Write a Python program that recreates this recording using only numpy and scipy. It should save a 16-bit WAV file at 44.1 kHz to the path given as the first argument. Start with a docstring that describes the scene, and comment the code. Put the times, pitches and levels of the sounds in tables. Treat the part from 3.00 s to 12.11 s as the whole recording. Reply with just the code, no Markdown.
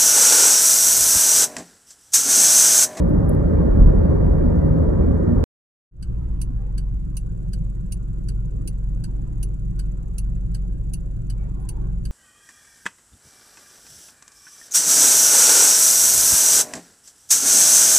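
"""Tyres and engine rumble inside a car cruising along a town road. The wheels thump over a seam in
the asphalt, and the road shakes trim and panels. After a short silence the car stands idling at a
crossing: the turn-signal relay snaps and rings its housing, and other cars pull past beyond the
closed windows. A rotating part rubs and chirps faintly, both on the move and at idle."""
import sys
import numpy as np
from scipy import signal
from scipy.fft import rfft, irfft, next_fast_len
from scipy.io import wavfile
from scipy.ndimage import uniform_filter1d

SR = 44100
rng = np.random.default_rng(int(sys.argv[2]) if len(sys.argv) > 2 else 0)


def int16_out(signal):
    """Quantize to a 16-bit WAV file."""
    q = np.round(np.clip(np.atleast_2d(signal).T, -1, 1) * 32767)
    wavfile.write(sys.argv[1], SR, q.astype(np.int16))


N = 401751
TIME = np.arange(N) / SR
PAN = np.array([[.5], [-.5]])   # shares a left-minus-right dB value between the channels

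# Modes of the relay and its housing. Each row: pitch in Hz, width in Hz, relative level in dB when
# pulling in, relative level in dB when dropping out.
RELAY_MODES = [(1540, 130, -12, -3), (2216, 120, -12.5, -11.5), (2760, 163, 1, -8), (2994, 98, -13, -5.5),
               (4090, 250, -10, -15), (4573, 270, -1, 1.5), (4810, 210, -11.5, -12), (5380, 150, -31, -12),
               (5730, 220, -12, -18), (6014, 260, 1, -7.5), (6370, 310, -2.5, -8), (7950, 140, -7, -2),
               (8620, 260, -19, -10), (8940, 430, 7.5, -5.5), (9380, 270, 4.5, -2.5),
               (10090, 230, -9, -5.5), (10300, 220, 4.5, -29), (11050, 360, 1.5, -9),
               (12270, 610, -11, -19.5), (13100, 740, -19, -31), (15550, 350, -15, -29)]


def road_noise():
    """Asphalt drives body rumble and tyre roar; both lift on the rough patch around the seam."""
    # Road noise in the cabin. Each row: frequency in Hz, relative density in dB.
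    spectrum = [(20, -10.5), (40, 2), (85, -2), (130, -9), (180, -8.5), (300, -13.5), (410, -15.5),
                (550, -21), (800, -34.5), (1400, -40), (1950, -53), (2700, -69.5), (4500, -72.5),
                (10000, -76.5), (15000, -90)]
    # Cabin and tyre resonances. Each row: centre in Hz, width in Hz, lift in dB.
    modes = [(176, 18, 5.5), (235, 16, 2.5), (301, 17, 2.5), (470, 16, 2.5), (545, 16, 5), (1820, 200, 4)]
    rumble, roar = cabin_noise(spectrum, modes, splits_hz=[230], ripple_db=1.5)
    rough_patch = swell(0.8, 0.35)
    rumble_db = -17.5 + 2.0 * rough_patch
    roar_db = -22.5 + 1.2 * rough_patch + 0.67 * drift(19)
    return from_db(rumble_db) * rumble + from_db(roar_db) * murmur(roar, depth_db=1.5, rate=9)


def engine(firings_per_s, orders, rough, wander):
    """Orders of the firing rate; uneven combustion shakes their strength and phase."""
    firing_phase = 2 * np.pi * np.cumsum(firings_per_s) / SR
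    out = np.zeros(N)
    for order, db in orders:
        phase = order * firing_phase + rng.uniform(0, 2 * np.pi) + wander * drift(1.7)
        out += np.sqrt(2) * from_db(db) * (1 + rough * drift(3.2)) * np.sin(phase)
    return out


def cruising_engine():
    """The engine hums under light load at a nearly even speed."""
    # Engine speed. Each row: time in seconds, firings per second.
    speed = [(0, 39.4), (.8, 37), (1.6, 39.0), (2.4, 38.1)]
    # Engine tones. Each row: multiple of the firing rate, rms level in dB.
    orders = [(1, -32.5), (2, -27.5), (3, -33.5), (4, -27), (6, -37.5)]
    return engine(np.interp(TIME, *np.transpose(speed)), orders, rough=0.43, wander=0.94)


def idling_engine():
    """A slow throb whose speed hunts a little around its mean."""
    # Idle tones. Each row: multiple of the firing rate, relative level in dB.
    orders = [(1, -7.5), (2, 0), (3, -19), (4, -16.5), (4.5, -20), (5, -10.5), (6, -17.5), (7, -18),
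              (8, -17.5), (9, -32.5)]
    firings_per_s = 23.0 + 0.1297 * drift(1.51)
    return from_db(-26) * engine(firings_per_s, orders, rough=0.18, wander=0.25)


def seam_thumps(body_hz=45, decay_s=0.021):
    """Each wheel's blow sets the body booming for a cycle or two."""
    # Wheels hitting the seam. Each row: start in seconds, level in dB.
    blows = [(0.809, -2), (0.859, -1), (0.883, -9)]
    out, t = np.zeros(N), np.arange(SR // 4) / SR
    for start_s, db in blows:
        add(out, start_s, from_db(db) * np.sin(2 * np.pi * body_hz * t) * np.exp(-t / decay_s))
    return out


def relay(times, mode_db, level_db, rise_s, hold_s, t60, variation, ringing):
    """The armature's snap rings the housing; cabin reflections smear every tick much alike."""
    # Where the relay is heard. Each row: frequency in Hz, left minus right in dB.
    balance = [(1500, -1), (6000, -1), (8500, 10), (9300, -5), (10200, -11), (15000, -10)]
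    t = np.arange(SR // 10) / SR
    smear = from_db(-60 * np.maximum(t - hold_s, 0) / t60) * (1 - np.exp(-(t / rise_s) ** 3))
    # the direct snap comes first, stronger on the nearer, right side
    smear = smear * (1 + np.array([[0.4], [1.6]]) * np.exp(-(t / 0.007) ** 2))
    paths = rng.standard_normal((2, len(t))) + variation * rng.standard_normal((len(times), 2, len(t)))
    clicks = 0
    for (hz, width, *_), db in zip(RELAY_MODES, mode_db):
        ring = resonate(resonate(paths * smear, hz, width * 1.36), hz, width * 2.4)
        ring += ringing * resonate(ring, hz, width / 4)   # a narrow, longer-lived core
        ring /= np.sqrt(np.mean(ring ** 2, axis=(0, 2), keepdims=True))
        clicks += from_db(db + at_hz(balance, hz) * PAN) * np.sqrt(width) * ring
    out = np.zeros((2, N))
    for time_s, click in zip(times, rms_one(clicks)):
        add(out, time_s - .003, from_db(level_db) * click)
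    return out


def turn_signal(first_s=2.6621, blink_s=0.75339, closed_s=0.363):
    """The relay pulls in with a bright tick once a blink and drops out with a duller tock."""
    _, _, pull_db, drop_db = np.transpose(RELAY_MODES)
    pulls = np.arange(first_s, N / SR - closed_s, blink_s)
    ticks = relay(pulls, pull_db, level_db=-44,
                  rise_s=0.0017, hold_s=0.0088, t60=0.056, variation=0.5, ringing=0.87)
    tocks = relay(pulls + closed_s, drop_db, level_db=-51,
                  rise_s=0.0026, hold_s=0.0069, t60=0.068, variation=0.66, ringing=0.86)
    return ticks + tocks


def rotor_chirp(turns_per_s, rub_s, sharpness, light_rub, whine, sizzle, overtone_db, scrape_db):
    """A rotating part sings near 7 kHz; it rubs twice a turn, once firmly and once lightly."""
    angle = 2 * np.pi * turns_per_s * (TIME - rub_s) + .25 * drift(4)
    firm = np.exp(sharpness * (np.cos(angle) - 1)) * from_db(1.3 * drift(10))
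    light = np.exp(2 * sharpness * (-np.cos(angle) - 1))
    squeal = tone(6964 + 35 * drift(90)) * (1 + 0.45 * drift(90))
    friction = rng.standard_normal((2, N))

    def band(hz, width):
        return rms_one(focus(friction, hz, width))

    overtones = (sizzle + firm) * (band(7700, 350) + 0.78 * band(7220, 250))
    overtones += 0.92 * firm * band(6350, 300)
    scrape = (sizzle + firm) * (band(10600, 1600) + 0.56 * band(2650, 250) + 0.56 * band(3700, 900))
    rub = from_db(overtone_db) * overtones + from_db(scrape_db) * scrape
    return squeal * (whine + 0.54 * firm + light_rub * light) + rub


def trim_ticks():
    """Tiny bright ticks of plastic shaken by the road, each with a short ring."""
    # Loose trim ticking. Each row: start in seconds, relative level in dB.
    ticks = [(.094, -43), (.154, -65.5), (0.293, -26), (.328, -45), (.349, -44)]
    out, t = np.zeros((2, N)), np.arange(SR // 20) / SR
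    decay = np.exp(-t / .0018) + .15 * np.exp(-t / .009)
    for start_s, db in ticks:
        add(out, start_s, from_db(db) * rng.standard_normal((2, len(t))) * decay)
    bright = signal.sosfilt(signal.butter(3, [9700, 13000], "band", fs=SR, output="sos"), out + 1e-18)
    return bright + 1.5 * resonate(bright, hz=10850, width=80)


def trim_squeak(start_s=8.585, length_s=0.065, hz=10202):
    """A short, slightly rising squeak of trim on the right."""
    out, progress = np.zeros((2, N)), np.linspace(0, 1, round(length_s * SR))
    squeak = tone(hz + 250 * (progress - .5) + 80 * drift(200)[:len(progress)])
    add(out, start_s, from_db([[-66], [-56]]) * np.sin(np.pi * progress) ** 2 * squeak)
    return out


def panel_twitter(fitful_db=8.5):
    """Panels sing in random fits as the road shakes them."""
    # Panel resonances. Each row: pitch in Hz, width in Hz, rms level in dB.
    panels = [(2305, 55, -70), (2720, 60, -76), (3180, 47, -81), (4400, 200, -80.5)]
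    out = 0
    for hz, width, db in panels:
        song = focus(rng.standard_normal((2, N)), hz, width)
        fits = from_db(fitful_db * np.tanh(drift(4.2)))
        out += from_db(db) * rms_one(song * fits)
    return out


def passing_cars(engine_noise, far_engines_db=-46):
    """Each car's engine and tyre hum swell out of the distant engines as it draws alongside."""
    # Cars pulling past. Each row: closest moment in seconds, spread in seconds, engine level in dB,
    # tyre level in dB.
    passes = [(3.27, 0.15, -46.5, -58.5), (3.7, 0.17, -52, -63), (5.6, 0.13, -45.5, -65.5),
              (6.25, 0.21, -45, -62.5), (7.0, 0.16, -49, -64.5), (8.42, 0.09, -56, -60),
              (8.75, 0.18, -46.5, -57.5)]
    hum = focus(rng.standard_normal((2, N)), hz=760, width=520)
    engine_gain = sum(from_db(db) * swell(at, spread) for at, spread, db, _ in passes)
    tyre_gain = sum(from_db(db) * swell(at, spread) for at, spread, _, db in passes)
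    engines = np.hypot(from_db(far_engines_db), engine_gain) * engine_noise
    return engines + tyre_gain * murmur(hum, depth_db=5.5, rate=4.4)


def exhaust_drone(hz=57, level_db=-26):
    """The first car pulls away on a low, wavering exhaust note that beats against the idle."""
    return np.sqrt(2) * from_db(level_db) * swell(3.22, 0.26) * tone(hz + 1.26 * drift(2.7))


def traffic():
    """Far rumble, cabin boom, tyres and hiss through closed windows, with nearer cars on top."""
    # Noise in the standing car. Each row: frequency in Hz, relative density in dB.
    spectrum = [(20, -15.5), (58, 3), (80, -9.5), (170, -16.5), (240, -29.5), (350, -32), (520, -44),
                (700, -50.5), (1400, -61.5), (2000, -64.5), (4000, -74.5), (9000, -73.5), (15000, -87)]
    # Cabin resonances. Each row: centre in Hz, width in Hz, lift in dB.
    modes = [(177, 22, 1.5), (344, 56, 3.5), (526, 69, 3.5), (1450, 300, 10.5), (2610, 190, 2)]
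    rumble, boom, engines, tyres, hiss = cabin_noise(
        spectrum, modes, splits_hz=[100, 215, 650, 2200], ripple_db=1.46)
    far = from_db(-35.5) * rumble + from_db(-36 + 2.1 * drift(3.3)) * boom
    far += from_db(-64) * murmur(tyres, depth_db=4, rate=5.4) + from_db(-73.5) * hiss
    return far + passing_cars(murmur(engines, depth_db=3, rate=3.4)) + exhaust_drone()


def cabin_noise(spectrum, modes, splits_hz, ripple_db):
    """Stereo noise coloured by the cabin, split into bands of unit rms."""
    # Stereo width in the cabin. Each row: frequency in Hz, left-right likeness from 0 to 1.
    likeness = [(40, 1), (170, 0.99), (390, 0.62), (600, 0.21), (1300, .4), (3000, 0.087), (15000, .05)]
    # Stereo lean in the cabin. Each row: frequency in Hz, left minus right in dB.
    balance = [(40, -0.5), (120, 0.4), (260, -3.2), (480, 1), (1000, -0.2), (2000, -1.5), (8000, 3),
               (14000, -4)]
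    size = next_fast_len(N)
    hz = np.arange(size // 2 + 1) * SR / size
    mid, side = rfft(rng.standard_normal((2, size)))
    alike = at_hz(likeness, hz)
    noise = np.sqrt(1 + alike) * mid + np.sqrt(1 - alike) * side * [[1], [-1]]
    db = at_hz(spectrum, hz)
    db += sum(lift / (1 + (2 * (hz - centre) / width) ** 2) for centre, width, lift in modes)
    # countless small cabin modes ripple the response above the bass
    knots = np.geomspace(400, SR / 2, 150)
    db += ripple_db * np.interp(hz, knots, rng.standard_normal(len(knots)), left=0)
    noise *= from_db(db + at_hz(balance, hz) * PAN) * (hz > 19)
    band = np.searchsorted(splits_hz, hz)
    return [rms_one(irfft(noise * (band == k), size)[:, :N]) for k in range(len(splits_hz) + 1)]


def murmur(x, depth_db, rate):
    """Each narrow band swells and sinks on its own, like many distant vehicles; unit rms."""
    spectra = signal.stft(x, nperseg=1024)[2]
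    pole = np.exp(-2 * np.pi * rate * 512 / SR)
    jitter = uniform_filter1d(rng.standard_normal(spectra.shape[1:]), size=3, axis=0)
    sway = rms_one(signal.lfilter([1], [1, -pole], jitter))
    return rms_one(signal.istft(spectra * from_db(depth_db * sway))[1][:, :N])


def drift(rate):
    """A smooth random wander of about unit rms, rolling off above rate in Hz."""
    hop, settle = 40, 2000
    pole = np.exp(-2 * np.pi * rate * hop / SR)
    white = rng.standard_normal(N // hop + settle + 2)
    slow = signal.lfilter([1], [1, -2 * pole, pole * pole], white)[settle:]
    return np.interp(np.arange(N) / hop, np.arange(len(slow)), rms_one(slow))


def swell(peak_s, spread_s):
    """A bell-shaped rise and fall."""
    return np.exp(-.5 * ((TIME - peak_s) / spread_s) ** 2)


def tone(hz):
    """A sine that follows a pitch curve."""
    return np.sin(2 * np.pi * np.cumsum(hz) / SR)


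def resonate(x, hz, width):
    """A resonance with unit gain at its peak; width in Hz."""
    r = np.exp(-np.pi * width / SR)
    feedback = [1, -2 * r * np.cos(2 * np.pi * hz / SR), r * r]
    return signal.lfilter(np.array([1, 0, -1]) * (1 - r * r) / 2, feedback, x + 1e-18)


def focus(x, hz, width):
    """Two resonances in series give a band with steeper skirts."""
    return resonate(resonate(x, hz, width), hz, 2 * width)


def at_hz(points, hz):
    """Read a table on a log-frequency axis."""
    knots_hz, values = np.transpose(points)
    return np.interp(np.log(hz + 1e-9), np.log(knots_hz), values)


def from_db(db):
    """Decibels to gain."""
    return 10 ** (np.asarray(db) / 20)


def rms_one(x):
    """Scale to unit rms."""
    return x / np.sqrt(np.mean(x ** 2) + 1e-20)


def add(out, start_s, sound):
    """Mix a short sound in."""
    at = round(start_s * SR)
    out[..., at:at + sound.shape[-1]] += sound[..., :N - at]


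def scene():
    """The drive cuts off; after a short silence the crossing fades in."""
    cruise_end_s, idle_start_s, left_lag_s = 2.44, 2.912, 0.001052
    drive = road_noise() + cruising_engine() + seam_thumps() + trim_ticks() + panel_twitter()
    drive += from_db(-71.5) * rotor_chirp(
        turns_per_s=17.7, rub_s=2.068, sharpness=4.2, light_rub=0.8,
        whine=0.16, sizzle=0.2, overtone_db=-3, scrape_db=-7.5)
    crossing = traffic() + idling_engine() + trim_squeak()
    chirp_db = np.interp(TIME, [3.85, 4.25], [-70.5, -64])   # starts soft, then swells
    crossing += from_db(chirp_db) * rotor_chirp(
        turns_per_s=18.46, rub_s=5.893, sharpness=4.6, light_rub=0.59,
        whine=0.22, sizzle=0.36, overtone_db=-5.5, scrape_db=-9.5)
    for cabin in drive, crossing:   # cabin sound reaches the left side late
        cabin[0] = np.roll(cabin[0], round(left_lag_s * SR))
    drive_on = np.clip(TIME / .002, 0, 1) * (TIME < cruise_end_s)
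    fade_in = np.clip((TIME - idle_start_s) / 0.2, 0, 1)
    return drive_on * drive + fade_in * (crossing + turn_signal())


def record(dry):
    """The heaviest thumps are rounded, and the top is cut steeply at 16 kHz."""
    rounded = dry / (1 + dry ** 8) ** (1 / 8)
    return signal.sosfilt(signal.ellip(10, .1, 90, 16000, fs=SR, output="sos"), rounded)


dry = scene()
out = record(dry)
int16_out(out)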